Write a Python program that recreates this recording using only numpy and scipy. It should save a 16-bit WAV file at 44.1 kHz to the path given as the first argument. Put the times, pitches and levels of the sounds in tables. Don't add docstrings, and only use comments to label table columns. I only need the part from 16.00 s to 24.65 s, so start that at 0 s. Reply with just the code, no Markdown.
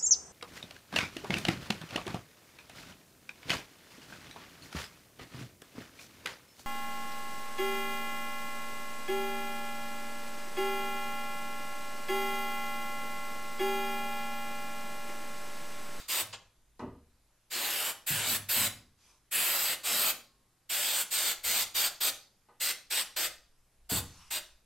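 import sys
import numpy as np
from scipy import signal
from scipy.fft import rfft, irfft
from scipy.io import wavfile
from scipy.ndimage import uniform_filter1d, map_coordinates

SR = 44100
rng = np.random.default_rng(int(sys.argv[2]) if len(sys.argv) > 2 else 0)


def digitize_waveform(pressure):
    field = np.atleast_2d(pressure).T
    bounded = np.clip(field, -1, 1)
    quanta = np.round(bounded * 32767).astype(np.int16)
    wavfile.write(sys.argv[1], SR, quanta)


N = 381465
LEAD = SR // 4


def gain_of(db):
    return 10 ** (np.asarray(db) / 20)


def unit_rms(x):
    return x / np.sqrt(np.mean(x ** 2) + 1e-20)


def curve_at(points, hz):
    f, value = np.transpose(points)
    return np.interp(np.log(hz + 1), np.log(f + 1), value)


def patchy_noise(colour, patchy_db, size=N):
    frames, hz = size // 256 + 5, np.fft.rfftfreq(1024, 1 / SR)
    real, imag, patches = rng.standard_normal((frames, 513, 3)).T
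    patches = unit_rms(uniform_filter1d(uniform_filter1d(patches, size=12, axis=0), size=18, axis=1))
    level_db = np.where(hz > colour[-1][0], -120, curve_at(colour, hz))[:, None] + patchy_db * patches
    spectra = (real + 1j * imag) * gain_of(level_db)
    return unit_rms(signal.istft(spectra, nperseg=1024, noverlap=768)[1][:size])


def jet_hiss(t):
    # f/Hz, level/dB
    body_band = [(900, -23), (1500, 2.5), (2200, 5.5), (2900, 7.5), (3500, -1), (4200, -23.5)]
    edge_band = [(2500, -37.5), (3100, -0.5), (3600, 3.5), (4200, 3), (4750, 0.5), (5150, -2.5),
                 (6200, -4.5), (7200, 0)]
    whistle_band = [(4200, -42.5), (4550, 7.5), (4800, -4.5), (5000, 5.5), (5300, -44)]
    ring_band = [(5800, -40), (6700, -16.5), (7400, -4.5), (8200, -1), (8900, -6.5), (9400, -13.5),
                 (10000, -24.5)]
    gap_band = [(8300, -33.5), (9200, -11.5), (10100, -7), (11000, -8.5), (11800, -6)]
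    fizz_band = [(10300, -23.5), (11300, -1), (12600, 5), (14000, 4.5), (15000, -0.5), (16500, 0.5)]
    # t/s, aim as 4 kHz over 2.5 kHz/dB, ring level/dB, fizz level/dB
    sweep = [(.09, 3.5, -2, -0.5), (.25, 1.5, -2.5, 2), (.32, 1, -10.5, -26), (1.51, 2, -4, -1.5),
             (1.75, 0.5, -4, 0), (1.91, -3, -1, -3.5), (2.07, 0, -0.5, 3.3), (2.24, -2.5, -2.5, -8.5),
             (2.29, 2.5, -2, 4), (2.6, 0, -1, 1.5), (2.68, 1, 1.5, -0.5), (3.32, -3, 1.5, 2),
             (3.5, -0.5, -2.5, -0.5), (3.62, 1, -3.5, 0), (3.85, 1, 1.5, -2.5), (4.1, 2.5, -1, 4),
             (4.7, 1.5, -1, -1.5), (4.9, 4, 1, 0), (5.03, 1.8, 2, 1.7), (5.15, 3.5, 3.5, 0),
             (5.33, 3, -1.5, -0.5), (5.6, 3.5, -0.5, -0.5), (5.8, 5, -1, 0.2), (6.1, 4, -0.5, 1.5),
             (6.6, 2.4, -1.5, -1), (7.0, 2.7, -2, -0.5), (7.25, 2, 0, -1), (7.901, 2.9, 3, 2),
             (8.35, 3, -1, -2.5)]
    times, *curves = np.transpose(sweep)
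    aim, ring_db, fizz_db = [np.interp(t, times, curve) for curve in curves]
    body = gain_of(-2 - aim / 2) * patchy_noise(body_band, 1.6, len(t))
    edge = gain_of(-2.5 + aim / 2) * patchy_noise(edge_band, 1.9, len(t))
    whistle = gain_of(-14.5 + 1.8 * aim) * patchy_noise(whistle_band, 2.5, len(t))
    gap = gain_of(fizz_db - 5.5 - 1.5 * aim) * patchy_noise(gap_band, 3.2, len(t))
    ring = gain_of(ring_db) * patchy_noise(ring_band, 2.1, len(t))
    fizz = gain_of(fizz_db) * patchy_noise(fizz_band, 3, len(t))
    return body + edge + whistle + gap + ring + fizz


def spray(t):
    # opens t/s, shuts t/s, finger travel/s, flow level/dB, splash over flow/dB
    presses = [(-.2, -0.037, .005, -36, -9.5), (0.076, 0.225, 0.0069, -36.5, -6.5),
               (0.322, 0.354, 0.0044, -42.5, -3.5), (1.495, 1.918, 0.012, -38, -7),
               (2.059, 2.375, 0.0061, -36.5, -8.5), (2.482, 2.679, 0.0052, -34.5, -9),
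               (3.305, 3.747, 0.0094, -35.5, -9.5), (3.822, 4.117, 0.013, -35, -8),
               (4.689, 5.032, 0.0048, -36.5, -11), (5.098, 5.333, 0.0098, -36, -10.5),
               (5.425, 5.639, 0.0097, -34.5, -10.5), (5.738, 5.884, 0.0067, -33.5, -9.5),
               (6, 6.103, 0.0049, -34.5, -8.5), (6.597, 6.725, 0.0046, -36, -12),
               (6.897, 7.025, 0.0059, -35.5, -8.5), (7.16, 7.272, 0.0021, -35.5, -8.5),
               (7.889, 8.002, 0.0044, -39, -4), (8.302, 8.39, 0.0034, -37.5, -8)]
    # f/Hz, level/dB
    splash_band = [(60, -28.5), (130, -19.5), (250, -6), (450, 0.5), (1000, 2.5), (1500, 2), (2300, -27.5)]
    spring_s, build_s = 0.043, 0.084
    jet = jet_hiss(t)
    splash = patchy_noise(splash_band, 1.5, len(t))
    sputter_db = 0.69 * unit_rms(uniform_filter1d(rng.standard_normal(len(t)), size=90))
    out = np.zeros(len(t))
    for opens, shuts, finger_s, flow_db, splash_db in presses:
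        on = slice(*np.searchsorted(t, [opens - .05, shuts + .08]))
        since = (t[on] - opens).clip(0)
        opening = (1 - np.exp(-since / finger_s)) ** 4.5
        closing = np.clip(.65 - (t[on] - shuts) / spring_s, 0, 1) ** 2.13
        flow = gain_of(flow_db) * opening * closing
        building_db = splash_db - 3.5 * np.exp(-since / build_s)
        out[on] += flow * (jet[on] + gain_of(building_db) * splash[on])
    return out * gain_of(sputter_db)


def wall_echo(x, t):
    echo_db, delay_s, swing_s = -16, 0.001173, 0.00048
    wander = np.interp(t, np.linspace(t[0], t[-1], num=40), rng.uniform(-1, 1, size=40))
    delayed_index = np.arange(len(t)) - SR * (delay_s + swing_s * wander)
    return gain_of(echo_db) * map_coordinates(x, [delayed_index], order=1)


def room_reverb(x):
    # f/Hz, t60/s
    decay_times = [(60, 0.69), (250, 0.4), (1000, 0.37), (3000, 0.35), (4900, 0.45), (6000, 0.38),
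                   (8000, 0.3), (14000, 0.27)]
    # f/Hz, level/dB
    colour = [(200, 6.5), (2000, 3), (4900, -2.5), (6200, 4.5), (8200, -3), (10200, 8), (13000, -4.5)]
    reverb_db, turn_s = -9, .5
    slots, out = np.arange(300, SR - 20, 20), np.zeros(len(x))
    for k in range(3):
        taps = np.zeros(SR)
        taps[slots + rng.integers(0, 20, len(slots))] = rng.choice([-1., 1.], len(slots))
        hz, t, spectra = signal.stft(taps, SR, nperseg=256)
        tail_db = curve_at(colour, hz)[:, None] - 60 * t / curve_at(decay_times, hz)[:, None]
        tail = signal.istft(spectra * gain_of(tail_db), SR, nperseg=256)[1]
        turn = np.cos(np.pi * (np.arange(len(x)) / SR / turn_s + k / 3)) * np.sqrt(2 / 3)
        out += signal.fftconvolve(x * turn, tail / np.linalg.norm(tail))[:len(x)]
    return gain_of(reverb_db) * out


def mains_hum(t):
    hum_hz, rms_db = 121, -83
    waver = 1 + 0.11 * unit_rms(uniform_filter1d(rng.standard_normal(N), size=6000))
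    return gain_of(rms_db) * np.sqrt(2) * waver * np.sin(2 * np.pi * hum_hz * t)


def low_rumble(t):
    # f/Hz, level/dB
    colour = [(8, -6), (20, -0.5), (36, -19.5), (52, 0.5), (90, -57)]
    # peak t/s, level/dB, half width/s
    swells = [(0.0, -71, 0.12), (.9, -68, 0.39), (2.3, -70, 0.15), (2.7, -77.5, 0.16), (3.4, -75, .1),
              (5.47, -65.5, 0.16), (5.9, -73, .1), (7.25, -70, 0.27), (8.2, -63.5, 0.44)]
    rest_db = -76
    slow_noise = signal.resample(rng.standard_normal(N // 100), N)
    hz = np.fft.rfftfreq(N, 1 / SR)
    rumble = unit_rms(irfft(rfft(slow_noise) * gain_of(curve_at(colour, hz)), N))
    swelling = sum(gain_of(db) * np.exp(-((t - peak) / width) ** 2) for peak, db, width in swells)
    return (gain_of(rest_db) + swelling) * rumble


def room_tone():
    # f/Hz, level/dB
    colour = [(47, -47.5), (80, 5.5), (122, -23), (151, 2), (212, -5.5), (1620, -13), (4470, -16),
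              (8610, -17.5), (12700, -17.5)]
    return gain_of(-74) * patchy_noise(colour, patchy_db=1.2)


def bandpass(x, low_hz, high_hz):
    return signal.sosfilt(signal.butter(2, [low_hz, high_hz], "band", fs=SR, output="sos"), x)


def hull_bumps():
    # t/s, level over the first 50 ms/dB, contact decay/s, lowest f/Hz, hardness as top f/Hz
    bumps = [(.21, -59, 0.091, 90, 198), (0.794, -44, 0.047, 199, 1480), (0.819, -41.5, 0.034, 156, 476),
             (2.103, -43, 0.019, 118, 210), (2.142, -57.5, 0.14, 60, 157), (2.267, -49.5, 0.072, 100, 260),
             (2.561, -47, 0.089, 95, 290), (3.35, -58.5, 0.05, 180, 300), (3.899, -54, 0.11, 180, 292),
             (5.453, -60, 0.11, 45, 120), (6.487, -63, 0.038, 410, 1880), (7.917, -38, 0.017, 118, 353),
             (7.959, -46.5, 0.034, 55, 297)]
    # f/Hz, level/dB, t60/s
    modes = [(75.8, 7.5, 0.65), (106, 8.5, 0.18), (138, 3.5, 0.11), (179.4, -22, 0.18), (259, -9.5, 0.17),
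             (286, 7, 0.044), (385, -1.5, 0.069), (406, -0.5, 0.19), (486, 7.5, 0.14), (656, -8, 0.037),
             (950, 7, .04), (1050, 3.5, .03), (1230, 9, 0.022), (1540, -2.5, 0.013), (2050, 3, 0.017),
             (3000, 4.5, .01)]
    thud_db = -4.5
    t, out = np.arange(SR) / SR, np.zeros(N + LEAD)
    hull = sum(gain_of(db - 60 * t / t60) * np.sin(2 * np.pi * hz * t) / np.sqrt(t60)
               for hz, db, t60 in modes)
    for start, db, contact_s, low_hz, hard_hz in bumps:
        rough = rng.standard_normal(SR) * np.exp(-t / contact_s)
        push = bandpass(rough, low_hz, hard_hz)
        ring = unit_rms(signal.fftconvolve(push, hull)[:SR])
        crack = unit_rms(bandpass(rough * np.exp(-t / .02), low_hz, 3 * hard_hz))
        crack_gain = gain_of(-25.5) * hard_hz / 1000
        bump = ring + gain_of(thud_db) * unit_rms(push) + crack_gain * crack
        onset_rms = np.sqrt(np.mean(bump[:SR // 20] ** 2))
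        span = out[LEAD + round(start * SR):][:SR]
        span += gain_of(db) * bump[:len(span)] / onset_rms
    return out


def sleeve_brushes(t):
    # t/s, length/s, peak level/dB
    strokes = [(2.975, 0.23, -66), (8.014, 0.39, -61)]
    # f/Hz, level/dB
    colour = [(300, -27), (650, -9), (1050, 0.5), (1600, -6), (2700, -2), (3300, -5), (5000, -0.5),
              (8000, -7), (12600, -13.5)]
    lean = .8
    level = sum(gain_of(db) * np.sin(np.pi * ((t - start) / length).clip(0, 1) ** lean)
                for start, length, db in strokes)
    return level * patchy_noise(colour, patchy_db=2.5, size=len(t))


def metal_ring(t):
    # t/s, level/dB, f/Hz, t60/s
    tones = [(4.2, -71, 1080, 1.1)]
    start, db, hz, t60 = tones[0]
    since = np.maximum(t - start, 0)
    return gain_of(db - 60 * since / t60) * np.sin(2 * np.pi * hz * since)


def stereo_side(mid, colour, patchiness):
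    hz, _, spectra = signal.stft(mid, SR, nperseg=512)
    spin, patches = rng.standard_normal(spectra.shape[::-1] + (2,)).T
    patches = unit_rms(uniform_filter1d(uniform_filter1d(patches, size=10, axis=0), size=16, axis=1))
    share = 1 / (1 + np.exp(-patchiness * (patches + 0.1)))
    spectra = spectra * np.exp(2j * np.pi * spin) * gain_of(curve_at(colour, hz))[:, None] * share
    return signal.istft(spectra, SR, nperseg=512)[1][:len(mid)]


def scene():
    # f/Hz, greatest side level over mid/dB
    work_width = [(1900, -69.5), (2700, -72), (3200, -1.5), (6500, 1), (7500, -5), (8500, -37), (9500, 6),
                  (12000, -6), (15500, -10.5)]
    background_width = [(60, -12), (130, -15), (290, 1.5), (640, -7.5), (3100, -1.5), (12600, 10.5)]
    t_early = np.arange(-LEAD, N) / SR
    t = t_early[LEAD:]
    hiss = spray(t_early)
    near = hiss + wall_echo(hiss, t_early) + hull_bumps() + sleeve_brushes(t_early)
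    work = (near + room_reverb(near))[LEAD:]
    background = mains_hum(t) + low_rumble(t) + room_tone()
    side = stereo_side(work, work_width, patchiness=9)
    side += stereo_side(background, background_width, patchiness=0.37)
    return work + background + metal_ring(t) + np.array([side, -side])


def record(dry):
    lowpass = signal.firwin(511, 15900, window=("kaiser", 9), fs=SR)
    return signal.oaconvolve(dry, lowpass[None], "same")


dry = scene()
out = record(dry)
digitize_waveform(out)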